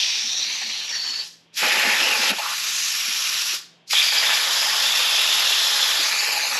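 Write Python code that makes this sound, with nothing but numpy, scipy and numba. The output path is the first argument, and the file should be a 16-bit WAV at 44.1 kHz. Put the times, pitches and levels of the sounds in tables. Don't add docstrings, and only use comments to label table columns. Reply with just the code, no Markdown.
import sys
import numpy as np
from scipy import signal
from scipy.fft import rfft, irfft, next_fast_len
from scipy.io import wavfile
from scipy.ndimage import uniform_filter1d, map_coordinates
from numba import njit

SR = 44100
rng = np.random.default_rng(int(sys.argv[2]) if len(sys.argv) > 2 else 0)


def wav_record(signal):
    frames = np.transpose(np.atleast_2d(signal))
    bounded = np.clip(frames, -1, 1)
    quanta = np.round(bounded * 32767).astype(np.int16)
    wavfile.write(sys.argv[1], SR, quanta)


N = 290619
TIME, BINS = np.arange(N) / SR, np.fft.rfftfreq(N, 1 / SR)

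# (full flow at [s], stays open [s], relative level [dB], bleed-off time [s])
AIR_BLASTS = [(0, 1.239, -51, 0.37), (1.572, 1.982, -33.5, .19), (3.909, 2.68, -31.5, 0.21)]
VALVE_OPEN_S = 0.047
# (start [s], end [s])
FIRST_ARC, PIERCE_ARC, SECOND_ARC = (0, 1.22), (1.602, 2.308), (3.935, 6.6)
BREAKTHROUGH = (4.14, 4.35)


def air_jet():
    # (frequency [Hz], relative level [dB])
    jet_spectrum = [(200, -23.5), (400, -21), (750, -14.5), (1200, -2), (2600, -2), (3400, 3.5), (5000, 5),
                    (7300, -1.5), (8100, -8), (8800, -18), (9800, -8.5), (11400, -2.5), (12500, -9.5),
                    (13500, -25.5)]
    body_hz, body_lag_s = 1500, 0.027
    eddies = turbulence(1, 74) + 0.17 * spatter(2500, 4.4)
    hiss = from_db(-3) * colour(eddies, jet_spectrum, band_hz=(9500, 13000))
    body = irfft(rfft(hiss) / (1 + (BINS / body_hz) ** 5), N)
    flow = air_flow()
    body_flow = np.minimum(flow, np.interp(TIME - body_lag_s, TIME, flow))
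    return flow * (hiss - body) + body_flow * body


def air_flow():
    surge_db, surge_s = 2, 0.06
    choke_at_s, choke_db, recovery_s = 2.318, 12.5, 0.044
    flow = 0
    for start, length, level_db, bleed_s in AIR_BLASTS:
        surge = from_db(surge_db * np.exp(-np.abs(TIME - start) / surge_s))
        flow += surge * held(start, start + length, level_db, attack_s=VALVE_OPEN_S, release_s=bleed_s)
    choked_db = choke_db * (TIME > choke_at_s) / (1 + np.abs(TIME - choke_at_s) / recovery_s)
    return flow * from_db(-choked_db - 3.5 * splashing())


def steel_hiss():
    # (frequency [Hz], relative level [dB])
    first_spectrum = [(200, -17), (450, -11.5), (900, -4), (1400, -6), (1900, 0.5), (2900, 5.5), (4400, 3),
                      (5200, -5), (6800, -0.5), (8200, -16.5)]
    pierce_spectrum = [(700, -18), (1300, -5), (1900, 3.5), (2500, 8.5), (3200, 2), (4300, -5), (5200, -4),
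                       (6500, -30), (8500, -20)]
    second_spectrum = [(700, -7.5), (1300, -12), (1750, -1.5), (2100, 1.5), (2600, 0), (3300, 4.5),
                       (4400, -17), (5100, -3.5), (6100, -18), (7200, -6), (8500, -63)]
    band_hz = (1500, 3500)
    rush = turbulence(2.1, 42)
    first = held(*FIRST_ARC, -38.5, sag_db_per_s=-1.5) * colour(rush, first_spectrum, band_hz)
    rasp = turbulence(2.5, 60) + 0.25 * spatter(500, 15)
    pierce = from_db(-24) * piercing() * colour(rasp, pierce_spectrum, band_hz)
    sizzle = turbulence(2.4, 110) + 0.3 * spatter(1200, 22)
    second = biting() * colour(sizzle, second_spectrum, band_hz)
    return first + pierce + second


def piercing():
    flare_db, flare_s = 5.5, 0.052
    flare = from_db(flare_db * np.exp(-np.abs(TIME - PIERCE_ARC[1]) / flare_s))
    return flare * held(*PIERCE_ARC, sag_db_per_s=4, release_s=0.065)


def biting():
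    arc = held(*SECOND_ARC, -29, attack_s=0.016) + held(*BREAKTHROUGH, -34.5)
    return arc * from_db(-9 * splashing())


def slot_whistles():
    # (start [s], length [s], start pitch [Hz],
    # end pitch [Hz], width [Hz], level [dB], sag [dB/s])
    glides = [ (0, 0.23, 2550, 2430, 600, -29.5, 16), (0, 0.33, 3420, 3840, 760, -23, 28),
              (0, 0.22, 4570, 4670, 640, -27, 24), (0, 0.29, 5600, 5500, 536, -27.5, 5),
              (0.297, 0.15, 3800, 3950, 600, -28.5, 3), (0.473, 0.35, 4240, 4100, 690, -29, 6),
              (0.322, 0.12, 5800, 5700, 380, -27.5, 5), (0.446, 0.44, 2450, 3200, 500, -33, 14),
              (0.45, 0.29, 2170, 2260, 260, -36, 11), (0.53, 0.042, 6340, 6200, 240, -35.5, 0),
              (0.504, 0.4, 5900, 5650, 380, -36, 9), (0.891, 0.078, 5540, 5560, 260, -31, 5),
              (0.997, 0.19, 5570, 5000, 200, -36, 8), (0.96, 0.24, 4490, 4450, 205, -28, 2),
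              (1.64, 0.32, 2220, 1900, 640, -25.5, -10), (2.028, 0.05, 2750, 2870, 290, -22.5, 3),
              (2.03, 0.04, 5240, 5230, 400, -28, 0), (2.11, 0.031, 2660, 2550, 330, -26.5, -4),
              (2.17, 0.092, 4900, 5100, 1190, -28, 11), (2.264, 0.034, 2440, 3000, 1100, -21.5, 0),
              (2.435, 0.1, 1130, 1140, 380, -28.5, 30), (2.38, 1.11, 2450, 2630, 820, -31, 0),
              (2.67, 0.23, 6140, 6160, 980, -32, -16), (2.95, 0.81, 5520, 5740, 420, -30.5, 2),
              (3.956, 0.051, 3370, 3370, 376, -17.5, 10), (3.965, 0.5, 2340, 2240, 295, -25, 18),
              (4.033, 0.11, 4880, 4520, 380, -24, 10), (4.178, 0.04, 4900, 4700, 450, -24, 0),
              (4.342, 0.017, 4970, 4840, 550, -23, 3), (4.055, 0.48, 3420, 3630, 450, -26, 9.5),
              (4.566, 0.29, 4970, 5250, 500, -27, 13), (4.86, 1.02, 3510, 3470, 330, -24.5, -0.5),
              (4.912, 0.62, 2530, 2830, 402, -27.5, 4), (5.1, 0.69, 5060, 5240, 380, -32.5, -3),
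              (5.452, 0.38, 4040, 4100, 230, -30, 1), (5.927, 0.15, 4040, 4840, 650, -33, -20),
              (5.973, 0.054, 3500, 3800, 450, -31, 5), (6.123, 0.14, 4570, 5200, 500, -33, 0),
              (6.172, 0.073, 6800, 6600, 600, -32.5, 0), (6.042, 0.57, 2340, 2480, 380, -29, -0.5), ]
    two_pass_narrowing = np.sqrt(np.sqrt(2) - 1)
    out = np.zeros(N)
    for start, length, start_hz, end_hz, width_hz, level_db, sag in glides:
        end, edge_s = start + length, 0.046 + 0.9 * length
        waver = 1 + 0.008 * drift(14)
        hz = np.interp(TIME, [start, end], [start_hz, end_hz]) * waver
        flicker = from_db(1.1 * drift(30))
        swell = held(start, end, level_db, sag, attack_s=edge_s, release_s=edge_s)
        out += swell * flicker * sing(hz, width_hz / two_pass_narrowing)
    pressure = sum(held(start, start + length, attack_s=VALVE_OPEN_S, release_s=0.14)
                   for start, length, *_ in AIR_BLASTS)
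    return pressure * out


def melt():
    # (frequency [Hz], relative level [dB])
    pierce_spectrum = [(60, -40), (130, -37), (220, -14.5), (350, -10.5), (500, -3), (720, -8.5), (850, 1),
                       (1000, -5), (1600, -2.5)]
    cut_spectrum = [(90, -33), (140, -43), (215, -16.5), (340, -16.5), (450, -4), (750, -4.5), (850, 2.5),
                    (1600, 1.5)]
    band_hz, melt_lag_s = (150, 1200), 0.03
    lumps = from_db(drift(5.5))
    molten = from_db(-32.5) * np.interp(TIME - melt_lag_s, TIME, piercing()) * lumps
    pierce = molten * colour(turbulence(2, 60), pierce_spectrum, band_hz)
    flowing = held(BREAKTHROUGH[0] + melt_lag_s, SECOND_ARC[1], -38)
    dribble = turbulence(3, 55) + 0.6 * spatter(350, 5)
    return pierce + flowing * colour(dribble, cut_spectrum, band_hz)


def arc_strikes():
    # (time [s], level [dB], decay [s])
    strikes = [(3.931, -18, 0.0075), (4.122, -23.5, 0.014)]
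    # (frequency [Hz], relative level [dB])
    crack_spectrum = [(250, -9), (700, 2), (3000, 4), (7000, -2)]
    bursts = sum(from_db(level_db) * (TIME >= at_s) * np.exp(-np.abs(TIME - at_s) / decay_s)
                 for at_s, level_db, decay_s in strikes)
    cracks = bursts * colour(turbulence(0.67, 99), crack_spectrum)
    return signal.sosfilt(signal.butter(4, 280, "high", fs=SR, output="sos"), cracks)


def gas_puffs():
    # (peak time [s], pitch [Hz], level [dB], half-length [s])
    puffs = [(0.25, 181, -54, 0.019), (0.482, 206, -58, 0.059), (0.68, 223, -53, 0.034),
             (0.944, 1860, -34, 0.023), (1.643, 230, -40, 0.014), (1.668, 600, -35, 0.018),
             (1.779, 225, -40, .011), (1.846, 730, -32.5, 0.017), (1.874, 244, -37.5, 0.02),
             (1.94, 198, -43, 0.0079), (2.024, 235, -41, 0.011), (2.168, 504, -35, 0.0082),
             (2.2, 225, -44, .012), (2.316, 225, -32.5, 0.0098), (2.319, 700, -34, 0.0044),
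             (2.396, 800, -26.5, .008), (3.093, 195, -50, 0.0093), (3.542, 320, -47.5, 0.0075),
             (6.007, 332, -41, 0.015), (6.368, 800, -35, 0.018), (6.45, 800, -35, 0.016)]
    out = np.zeros(N)
    for at_s, hz, level_db, half_s in puffs:
        swell = from_db(level_db) * np.exp(-0.5 * ((TIME - at_s) / half_s) ** 2)
        out += swell * sing(hz, width_hz=190 + 0.1 * hz)
    return signal.sosfilt(signal.butter(2, 130, "high", fs=SR, output="sos"), out)


def valve_leak():
    leak_s, gap = 0.031, 0
    for start, length, *_ in AIR_BLASTS:
        end = start + length
        gap += held(start - leak_s, start, -42.5, attack_s=0.025, release_s=VALVE_OPEN_S)
        gap += held(end, end + leak_s, -39, attack_s=VALVE_OPEN_S, release_s=0.36)
    return gap * sing(hz=4700, width_hz=2500)


def swirl(x):
    patch_hz, patch_s = 300, 0.025
    hz, frame_s, frames = signal.stft(x, SR, nperseg=512)
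    restless = np.interp(frame_s, TIME, splashing() + held(*FIRST_ARC))
    depth_db = 1.6 + 1.3 * restless
    grid = np.meshgrid(hz / patch_hz, frame_s / patch_s, indexing="ij")
    eddies = map_coordinates(rng.standard_normal((200, 600)), grid, mode="mirror")
    return signal.istft(frames * from_db(depth_db * eddies), SR)[1][:N]


def splash(x):
    delay_s = 0.000455 * (1 + 0.05 * drift(9))
    echo = map_coordinates(uniform_filter1d(x, size=3), [(TIME - delay_s) * SR], order=3)
    return x + 0.7 * splashing() * echo


def splashing():
    # (start [s], end [s])
    spans = [(6.2, 6.6)]
    fade_s = 0.23
    return sum(np.clip(1 + np.minimum(TIME - start, end - TIME) / fade_s, 0, 1) for start, end in spans)


def cutting_table(x):
    # (frequency [Hz], width [Hz], boost [dB])
    table_modes = [(234, 22, 5.5), (537, 11, 1), (595, 11, 1.5), (666, 18, 4), (832, 29, 5.5),
                   (990, 50, -0.5), (1490, 31, 1), (1666, 39, -2.5), (1746, 61, 4.5), (2200, 330, -2.5),
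                   (2460, 23, 1.5), (2720, 34, 1), (3830, 76, 1.5), (4770, 44, 2)]
    # (delay [s], share reflected [0-1])
    reflections = [(.00116, 0.005), (.0022, 0.007)]
    size = next_fast_len(N + SR)
    bins = np.fft.rfftfreq(size, 1 / SR)
    body = 1 + sum((from_db(boost_db) - 1) / (1 + 2j * (bins - hz) / width_hz)
                   for hz, width_hz, boost_db in table_modes)
    ripple = 1 + sum(share * np.exp(-2j * np.pi * bins * delay_s) for delay_s, share in reflections)
    return irfft(rfft(x, size) * body * ripple, size)[:N]


def workshop(x):
    # (frequency [Hz], time to fall 60 dB [s])
    decay_times = [(200, 0.25), (2000, 0.55), (5000, 0.4), (12000, 0.16)]
    t, tail = TIME[:SR], 0
    for top_hz in 125 * 2 ** np.arange(8):
        octave = signal.butter(2, [top_hz / 2, top_hz], "band", fs=SR, output="sos")
        decay = from_db(-60 * t / at_hz(decay_times, top_hz / np.sqrt(2)))
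        tail += signal.sosfilt(octave, rng.standard_normal(SR)) * decay
    tail *= t > 0.005
    return signal.fftconvolve(x, tail / np.linalg.norm(tail))[:N]


def fans():
    # (frequency [Hz], relative level [dB])
    rush_spectrum = [(30, -45), (100, -6), (160, 0), (350, -1), (1000, -5.5), (1400, -11), (3200, -4),
                     (5000, -23), (12000, -53)]
    # (time [s], level [dB])
    background_levels = [(0, -62), (3.8, -60), (4.1, -62.5), (6.59, -72)]
    # (frequency [Hz], level [dB])
    motor_tones = [(83.5, -89), (166.9, -66), (1550, -80), (3219, -72)]
    background_db = np.interp(TIME, *np.transpose(background_levels))
    rush = from_db(background_db) * colour(rng.standard_normal(N), rush_spectrum)
    hum = sum(from_db(level_db) * np.sqrt(2) * np.sin(2 * np.pi * hz * TIME + 0.32 * drift(3.9))
              for hz, level_db in motor_tones)
    return rush + hum * from_db(background_db - background_db.max())


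def turbulence(flutter_db, per_s):
    return rms_one(rng.standard_normal(N) * from_db(flutter_db * drift(per_s)))


def spatter(per_s, spread_db):
    sizes = from_db(spread_db * np.minimum(rng.exponential(1, N), 2))
    return rms_one((rng.random(N) < per_s / SR) * sizes * rng.choice([-1, 1], N))


def sing(hz, width_hz):
    pole = np.exp(np.pi * (2j * hz - width_hz) / SR) * np.ones(N)
    return rms_one(resonate(resonate(turbulence(0.8, 60), pole), pole))


@njit
def resonate(x, pole):
    out, state = np.zeros(len(x)), 0j
    for i in range(1, len(x)):
        state = state * pole[i] + x[i] - x[i - 1]
        out[i] = state.imag
    return out


def colour(x, spectrum, band_hz=(0, SR)):
    skirts = np.minimum(BINS / spectrum[0][0], 1) ** 3 / np.maximum(BINS / spectrum[-1][0], 1) ** 6
    shaped = rfft(x) * from_db(at_hz(spectrum, BINS)) * skirts
    in_band = (BINS > band_hz[0]) & (BINS < band_hz[1])
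    return irfft(shaped, N) / np.std(irfft(shaped * in_band, N))


def held(start, end, level_db=0, sag_db_per_s=0, attack_s=0.11, release_s=0.2):
    outside = np.maximum(start - TIME, 0) / attack_s + np.maximum(TIME - end, 0) / release_s
    held_s = np.clip(TIME, start, end) - start
    return from_db(level_db - sag_db_per_s * held_s - 60 * outside)


def drift(per_s):
    step, settle = 40, 2000
    pole = np.exp(-2 * np.pi * per_s * step / SR)
    kicks = rng.standard_normal(N // step + settle + 2)
    slow = signal.lfilter([1], [1, -2 * pole, pole * pole], kicks)[settle:]
    return np.interp(np.arange(N) / step, np.arange(len(slow)), rms_one(slow))


def at_hz(points, hz):
    known_hz, values = np.transpose(points)
    return np.interp(np.log(np.maximum(hz, 1)), np.log(known_hz), values)


def from_db(db):
    return 10 ** (np.asarray(db) / 20)


def rms_one(x):
    return x / np.sqrt(np.mean(x ** 2) + 1e-20)


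def scene():
    # (frequency [Hz], side relative to mid [dB])
    stereo_width = [(100, -31), (500, -22), (1500, -63), (7000, -86), (9500, -63), (11000, -12.5),
                    (12500, -3)]
    falter = 1 - 0.41 * held(4.097, 4.12, attack_s=0.038, release_s=0.038)
    hiss = falter * splash(swirl(air_jet() + steel_hiss()))
    torch = cutting_table(hiss + melt() + valve_leak() + gas_puffs() + arc_strikes())
    whistles = cutting_table(slot_whistles())
    room = from_db(-14.5) * workshop(torch + from_db(-13) * whistles)
    mid = torch + whistles + room + fans()
    side = irfft(rfft(workshop(mid)) * from_db(at_hz(stereo_width, BINS)), N)
    return np.array([mid + side, mid - side])


def record(dry):
    notch_hz, cutoff_hz = 9050, 13400
    notched = signal.lfilter(*signal.iirnotch(notch_hz, Q=32, fs=SR), dry)
    return signal.sosfilt(signal.ellip(10, 0.1, 80, cutoff_hz, fs=SR, output="sos"), notched)


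dry = scene()
out = record(dry)
wav_record(out)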